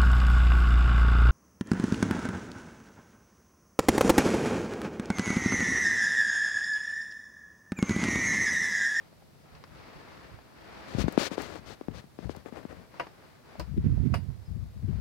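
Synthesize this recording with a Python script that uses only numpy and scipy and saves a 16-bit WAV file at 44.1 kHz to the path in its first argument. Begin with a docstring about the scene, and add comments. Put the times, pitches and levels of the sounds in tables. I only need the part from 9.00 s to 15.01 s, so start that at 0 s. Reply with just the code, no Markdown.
"""Someone shifts about on dry grass on a quiet farm, turning a hand-held recorder.
From the start a sleeve swishes and straw snaps underfoot, over faint air and a few light puffs of wind.
From 1.9 to 3.8 s fingers bump, rub and tick beside the left microphone port.
At 4.0, 4.6 and 5.1 s something hard and hollow knocks and rings.
From 4.6 s stronger gusts buffet both ports; at 5.5 s a far bird chirps once."""
import sys
import numpy as np
from scipy import signal
from scipy.fft import rfft, irfft, next_fast_len
from scipy.io import wavfile
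from scipy.ndimage import uniform_filter1d

SR = 44100
rng = np.random.default_rng(int(sys.argv[2]) if len(sys.argv) > 2 else 0)


def digitize_waveform(pressure):
    """Quantize a signal to 16-bit integers and store it at the path in sys.argv[1].

    Rows of a 2-D input are taken as channels; values are limited to [-1, 1].
    """
    field = np.atleast_2d(pressure).T
    bounded = np.clip(field, -1, 1)
    quanta = np.round(bounded * 32767).astype(np.int16)
    wavfile.write(sys.argv[1], SR, quanta)


N = 264996
TIME = np.arange(N) / SR
# skin scraping on the casing: (frequency [Hz], relative density [dB])
SKIN_SPECTRUM = [(70, -13), (200, -5.5), (340, -1), (550, -1), (900, -10.5), (1800, -12.5), (3300, -27),
                 (4500, -30.5), (8000, -35.5), (15000, -47)]


def from_db(db):
    """Decibels to gain."""
    return 10 ** (np.asarray(db) / 20)


def rms_one(x):
    """Scale to rms 1."""
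    return x / np.sqrt(np.mean(x ** 2) + 1e-20)


def pan(db):
    """Stereo gains for a left-minus-right level."""
    return from_db([[db / 2], [-db / 2]])


def since(start_s):
    """Seconds since the start; zero before it."""
    return np.maximum(TIME - start_s, 0)


def swell(start_s, length_s, edge_s):
    """Gate with soft edges."""
    opening = np.clip((TIME - start_s) / edge_s + .5, 0, 1)
    return opening * np.clip((start_s + length_s - TIME) / edge_s + .5, 0, 1)


def dying(start_s, t60_s, rise_s=0.00045):
    """Linear rise, exponential fall."""
    age_s = since(start_s)
    return np.minimum(age_s / rise_s, 1) * from_db(-60 * np.minimum(age_s / t60_s, 3))


def drift(rate_hz):
    """Smooth random wander, rms 1."""
    hop, settle = 40, 2000
    pole = np.exp(-2 * np.pi * rate_hz * hop / SR)
    white = rng.standard_normal(N // hop + settle + 2)
    slow = signal.lfilter([1], [1, -2 * pole, pole * pole], white)[settle:]
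    return np.interp(np.arange(N) / hop, np.arange(len(slow)), rms_one(slow))


def colour(x, spectrum):
    """Filter by a spectrum, rolling off past its ends; rms 1."""
    hz, db = np.transpose(spectrum)
    size = next_fast_len(N)
    bin_hz = np.arange(size // 2 + 1) * SR / size + 1
    gain = from_db(np.interp(np.log(bin_hz), np.log(hz), db))
    gain *= np.minimum(bin_hz / hz[0], 1) ** 2 * np.minimum(hz[-1] / bin_hz, 1) ** 2
    return rms_one(irfft(rfft(x, size) * gain, size)[..., :N])


def noise(spectrum, shared=0):
    """Stereo noise; shared is the power fraction common to both sides."""
    white = rng.standard_normal((3, N))
    return colour(np.sqrt(1 - shared) * white[:2] + np.sqrt(shared) * white[2], spectrum)


def grains(per_s, spread_db):
    """Random clicks of uneven size."""
    sizes = from_db(spread_db * np.minimum(rng.exponential(1, N), 4)) * rng.choice([-1, 1], N)
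    return sizes * (rng.random(N) < per_s / SR)


def finger_bumps(gain_db=5, delay_s=0.002996, scuff_db=-22, scuff_t60_s=0.069):
    """A fingertip scuffs as it lands and pushes a pressure pulse into the port, which leaks away."""
    # (time [s], relative level [dB], nominal pitch [Hz])
    bumps = [(1.946, -23, 142), (1.981, -23.5, 249), (1.994, -21.5, 200), (2.038, -20.5, 154),
             (2.079, -17, 292), (2.174, -9.5, 307), (2.312, -25.5, 255), (2.377, -19.5, 406),
             (2.809, -30, 363.5), (2.881, -23.5, 245), (3.038, -43.5, 236), (3.186, -29.5, 307),
             (3.292, -25, 364), (3.367, -37.5, 179), (3.457, -32, 340), (3.522, -33, 258),
             (3.558, -36.5, 670), (3.649, -29.5, 254)]
    thuds, impulse = np.zeros(N), signal.unit_impulse(SR // 10)
    for s, db, hz in bumps:
        push = signal.sosfilt(signal.butter(2, 0.62 * hz, fs=SR, output="sos"), impulse)
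        leak = signal.butter(4, 0.81 * hz, "high", fs=SR, output="sos")
        pulse = signal.sosfilt(leak, push)
        at = int((s + delay_s) * SR)
        thuds[at:at + len(pulse)] -= from_db(db + gain_db) * pulse / np.abs(pulse).max()
    scuff = sum(from_db(db + scuff_db) * dying(s + delay_s, scuff_t60_s) for s, db, _ in bumps)
    return thuds + scuff * noise(SKIN_SPECTRUM)[0]


def finger_rubbing(edge_s=0.019, judder_db=4.0, slide_rumble_db=-48):
    """Skin sticks and slips on the casing: coarse slips scrape, fine ones hiss, the finger rumbles."""
    # finger slides: (start [s], length [s], scrape [dB], hiss re scrape [dB])
    strokes = [(1.877, 0.18, -40.5, -9), (1.986, 0.044, -40, 4.5), (2.081, .012, -34, -6.5),
               (2.1, 0.068, -44, -10), (2.182, .1, -30, -0.5), (2.314, 0.041, -35, -8),
               (2.375, 0.1, -32.5, -11), (2.477, 0.12, -39, -11), (2.662, 0.086, -45.5, -1.5),
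               (2.943, 0.065, -47, -2), (3.182, 0.097, -47, -11.5), (3.293, 0.037, -48, -3),
               (3.341, 0.071, -44.5, -16.5), (3.456, 0.044, -42, -21), (3.521, 0.12, -42, -28),
               (3.691, .15, -45.5, -32)]
    # finger leans on the casing: (start [s], length [s], rumble [dB])
    presses = [(1.982, 0.045, -25.5), (2.042, 0.034, -26.5), (2.583, 0.063, -47), (2.882, .05, -37.5),
               (3.23, 0.046, -40)]
    # fine slips, casing rumble: (frequency [Hz], relative density [dB])
    hiss_spectrum = [(300, -24), (1200, 1), (2600, -1.5), (4500, -1.5), (7000, -10), (10000, -19),
                     (15000, -25)]
    rumble_spectrum = [(35, -53), (60, 3.5), (95, -0.5), (140, -4), (220, -4), (350, -13.5), (700, -22.5),
                       (2000, -63)]
    scrape_fade_db_per_s, hiss_fade_db_per_s = 48.5, 10  # the finger eases off
    scrape, hiss = 0, 0
    rumble = sum(from_db(db) * swell(s, length_s, edge_s) for s, length_s, db in presses)
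    for s, length_s, db, hiss_db in strokes:
        speed = 1 + 0.17 * (np.sin(np.pi * (TIME - s) / length_s) - 2 / np.pi)
        stroke = swell(s, length_s, edge_s) * speed
        scrape += stroke * from_db(db - scrape_fade_db_per_s * since(s))
        hiss += stroke * from_db(db + hiss_db - hiss_fade_db_per_s * since(s))
        rumble += stroke * from_db(slide_rumble_db)
    coarse = colour(grains(per_s=5600, spread_db=3.0), SKIN_SPECTRUM) * from_db(judder_db * drift(39))
    fine = colour(grains(per_s=20000, spread_db=3.5), hiss_spectrum)
    return scrape * coarse + hiss * fine + rumble * noise(rumble_spectrum)[0]


def gust(start_s, length_s, attack_s=0.011, sag_db_per_s=6, release_db_per_s=257):
    """A gust arrives fast, sags while it blows, then drops away."""
    loss_db = sag_db_per_s * since(start_s) + release_db_per_s * since(start_s + length_s)
    return np.minimum(since(start_s) / attack_s, 1) * from_db(-np.minimum(loss_db, 150))


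def wind(eddy_db=-4, strong_gust_db=-22, burst_db=5.5):
    """Each port is buffeted separately; bursts of small eddies outgrow the rumble as a gust rises."""
    # (start [s], length [s], left port [dB], right port [dB])
    gusts = [(0.51, 0.095, -57, -51.5), (.691, 0.11, -49, -68), (0.948, 0.026, -51, -50),
             (1.307, 0.035, -70, -43), (2.928, 0.038, -40.5, -68), (3.244, 0.0089, -27.5, -70),
             (4.577, 0.05, -32.5, -45), (4.672, 0.078, -29.5, -48), (4.759, 0.028, -21.5, -24.5),
             (4.833, 0.1, -30, -18.5), (4.961, .19, -45, -20), (5.175, 0.085, -62, -31),
             (5.277, 0.015, -58, -26), (5.343, 0.079, -51, -39.5), (5.476, 0.16, -30, -44.5),
             (5.645, 0.071, -46, -43.5), (5.741, 0.05, -34.5, -45), (5.816, 0.027, -23, -35),
             (5.867, 0.17, -25.5, -43)]
    # rumble, small eddies: (frequency [Hz], relative density [dB])
    buffet_spectrum = [(25, -30), (42, -18), (62, 6), (85, 3.5), (120, 0.5), (190, -10), (280, -28),
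                       (420, -37.5), (1000, -66)]
    eddy_spectrum = [(60, -9), (130, 9), (220, 3), (320, -9), (450, -18.5), (700, -51), (2000, -42)]
    strength = np.sqrt(sum((from_db([[left_db], [right_db]]) * gust(s, length_s)) ** 2
                           for s, length_s, left_db, right_db in gusts))
    bursts = np.array([drift(31), drift(19.4)])
    eddy_gain = from_db(eddy_db + burst_db * bursts) * (strength / from_db(strong_gust_db)) ** 1.5
    flow = noise(buffet_spectrum) + eddy_gain * noise(eddy_spectrum)
    # levelled, so gust strength alone sets the pressure swing
    power = uniform_filter1d(uniform_filter1d(flow ** 2, size=1400), size=1400)
    return strength * flow / np.sqrt(np.abs(power) + 1e-9)


def hollow_knocks(ring_db=-4, ring_rise_s=0.0014, clatter_db=-6, echo_db=-25, glint_db=-8):
    """Each blow has a sharp edge and a high glint, rings the modes and dies into the surroundings."""
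    # close pairs are double contacts:
    # (time [s], level [dB], left minus right [dB], edge [dB], ring tilt [dB/octave])
    blows = [(3.997, -26, 2, -23, 0), (4.596, -42.5, -0.5, 4, -7.5), (4.6, -40.5, 6, -32, -5),
             (5.139, -33.5, 9, -32, 3), (5.1415, -35, -7, -4.5, 4.5)]
    # hollow body: (frequency [Hz], relative level [dB], t60 [s])
    modes = [(323, -9.5, 0.12), (437, -11, 0.094), (516, -2.5, 0.09), (598, -2, 0.08), (683, 1.5, 0.1),
             (912, -8, 0.13), (976, 0, 0.11), (1145, 4, 0.043), (1252, -0.5, 0.057), (1470, -2.5, 0.054),
             (1894, -5, 0.053), (2630, -2.5, 0.039), (2874, -15.5, 0.14), (4650, -28, 0.21),
             (9460, -27, 0.14), (9470, -32.5, 0.12)]
    # impact noises: (frequency [Hz], relative density [dB])
    clatter_spectrum = [(100, -20), (330, -4), (620, 5), (800, -3.5), (1200, -4), (2600, -6.5),
                        (3500, -21.5), (4800, -21), (8000, -39), (15000, -48)]
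    edge_spectrum = [(800, -10), (2500, -13), (5000, 14.5), (7500, -3), (15000, -6)]
    glint_spectrum = [(4200, -9.5), (5000, 0), (5900, -19), (8600, -16.5), (9350, -16), (10200, -28),
                      (15000, -19)]
    out, age_s = np.zeros((2, N)), TIME[:SR // 2]
    hz, mode_db, t60_s = np.transpose(modes)[:, :, None]
    octaves = np.log2(hz / np.median(hz))
    clatter = noise(clatter_spectrum, shared=0.53)
    edge = noise(edge_spectrum, shared=0.12)
    glint = from_db(glint_db) * noise(glint_spectrum)
    for s, db, side_db, edge_db, tilt_db_per_octave in blows:
        echo = from_db(echo_db) * dying(s, t60_s=0.21)
        blow = clatter * (from_db(clatter_db) * dying(s, t60_s=0.099) + echo)
        bright = edge * dying(s, t60_s=0.025) + glint * dying(s, t60_s=0.13)
        blow += from_db(edge_db) * pan(db=-4.0) * bright
        # each port hears each mode a little differently
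        scatter_db = rng.standard_normal((2, len(hz), 1))
        phase = rng.random((2, len(hz), 1))
        strength = from_db(ring_db + mode_db + tilt_db_per_octave * octaves + scatter_db)
        rings = strength * np.sin(2 * np.pi * (hz * age_s + phase)) * from_db(-60 * age_s / t60_s)
        at = int(s * SR)
        blow[:, at:at + len(age_s)] += rings.sum(axis=1) * np.minimum(age_s / ring_rise_s, 1)
        out += from_db(db) * pan(side_db) * blow
    return out


def straw_snaps(gain_db=-8, t60_s=0.033, band_ratio=1.48):
    """Stalks and crumbs of earth snap underfoot, each around its own pitch."""
    # (time [s], relative level [dB], band centre [Hz])
    snaps = [(0.127, -43, 600), (0.223, -40, 550), (0.551, -42.5, 3020), (0.639, -33, 1970),
             (1.075, -39, 1100), (1.388, -38, 1300), (3.349, -32.5, 800), (3.728, -29.5, 640),
             (3.942, -40, 950), (4.069, -34.5, 1400), (4.554, -32.5, 694), (4.976, -34.5, 596),
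             (5.302, -41, 900), (5.93, -37, 620)]
    # breaking straw: (frequency [Hz], relative density [dB])
    straw_spectrum = [(100, 11), (500, 14), (2000, -4), (3300, -13), (5000, 0), (8000, -32), (15000, -21)]
    out, straw = np.zeros((2, N)), noise(straw_spectrum, shared=.5)
    for s, db, hz in snaps:
        band = signal.butter(1, [hz / band_ratio, hz * band_ratio], "band", fs=SR, output="sos")
        stalk = rms_one(signal.sosfilt(band, straw))
        out += from_db(db + gain_db) * dying(s, t60_s, rise_s=0.00019) * stalk
    return out * pan(db=5.5)


def arm_speed(start_s, attack_s, hold_s, release_per_attack=2.72):
    """An arm speeds up, keeps its pace and slows to rest."""
    rise = np.minimum(since(start_s) / attack_s, 1)
    fall = np.maximum(1 - since(start_s + attack_s + hold_s) / (release_per_attack * attack_s), 0)
    return rise * fall


def sleeve(rest_db=-63.5, flutter_db=1.0):
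    """Cloth slides with each arm movement and never lies quite still."""
    # (start [s], attack [s], hold [s], level [dB])
    moves = [(-.05, 0.042, .04, -59.5), (0.412, 0.096, .08, -57), (0.678, 0.096, 0.49, -50.5),
             (1.393, 0.41, .12, -46.5), (2.893, 0.045, 0.043, -55.5), (3.177, 0.059, 0.17, -62.5),
             (3.445, .1, 0.23, -57), (3.897, 0.069, 0.045, -51), (4.12, 0.081, 0.076, -56.5),
             (4.414, 0.075, 0.095, -53.5), (4.772, 0.055, 0.35, -59), (5.83, 0.11, .05, -58)]
    # sliding cloth: (frequency [Hz], relative density [dB])
    cloth_spectrum = [(60, 8), (130, -0.5), (300, 3.5), (800, 0.5), (1300, -1.5), (2200, -5.5), (3300, -13),
                      (4600, -13), (7000, -26.5), (15000, -42)]
    power = sum((from_db(db) * arm_speed(s, attack_s, hold_s)) ** 2 for s, attack_s, hold_s, db in moves)
    cloth = noise(cloth_spectrum, shared=0.15) * from_db(flutter_db * drift(45))
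    return np.sqrt(from_db(rest_db) ** 2 + power) * cloth * pan(db=2.5)


def dry_ticks(t60_s=0.0056, band_hz=(3500, 12500)):
    """Very short, thin clicks."""
    # (time [s], level [dB])
    ticks = [(2.125, -35), (2.42, -30.5), (3.365, -39.5)]
    band = signal.butter(1, band_hz, "band", fs=SR, output="sos")
    hiss = rms_one(signal.sosfilt(band, rng.standard_normal(N)))
    return hiss * sum(from_db(db) * dying(s, t60_s, rise_s=0.00013) for s, db in ticks)


def far_bird(start_s=5.455, t60_s=0.18, start_hz=5230, fall_hz_per_s=8000, level_db=-60):
    """One thin falling whistle with a slight waver."""
    glide_hz = start_hz - fall_hz_per_s * np.minimum(since(start_s), t60_s)
    pitch_hz = glide_hz * (1 + 0.026 * drift(91))
    whistle = np.sin(2 * np.pi * np.cumsum(pitch_hz) / SR)
    return from_db(level_db) * dying(start_s, t60_s, rise_s=.01) * whistle


def air(level_db=-58):
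    """Steady, faint outdoor hush."""
    # (frequency [Hz], relative density [dB])
    air_spectrum = [(30, -8), (70, -2.5), (145, 3.5), (280, -7.5), (650, -11.5), (1500, -30), (3400, -24.5),
                    (4700, -22.5), (6500, -28), (15000, -30.5)]
    return from_db(level_db) * noise(air_spectrum, shared=0.078)


def scene():
    """Handling reaches almost only the left port; the rest is heard on both sides."""
    hand = (finger_bumps() + finger_rubbing() + dry_ticks()) * from_db([[0], [-31]])
    return hand + sleeve() + straw_snaps() + hollow_knocks() + wind() + far_bird() + air()


def record(dry):
    """Deep bass rolled off, top cut steeply."""
    low_hz, high_hz = 44, 15900
    dry = signal.sosfilt(signal.butter(2, low_hz, "high", fs=SR, output="sos"), dry)
    return signal.sosfilt(signal.ellip(10, .2, 70, high_hz, fs=SR, output="sos"), dry)


dry = scene()
out = record(dry)
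digitize_waveform(out)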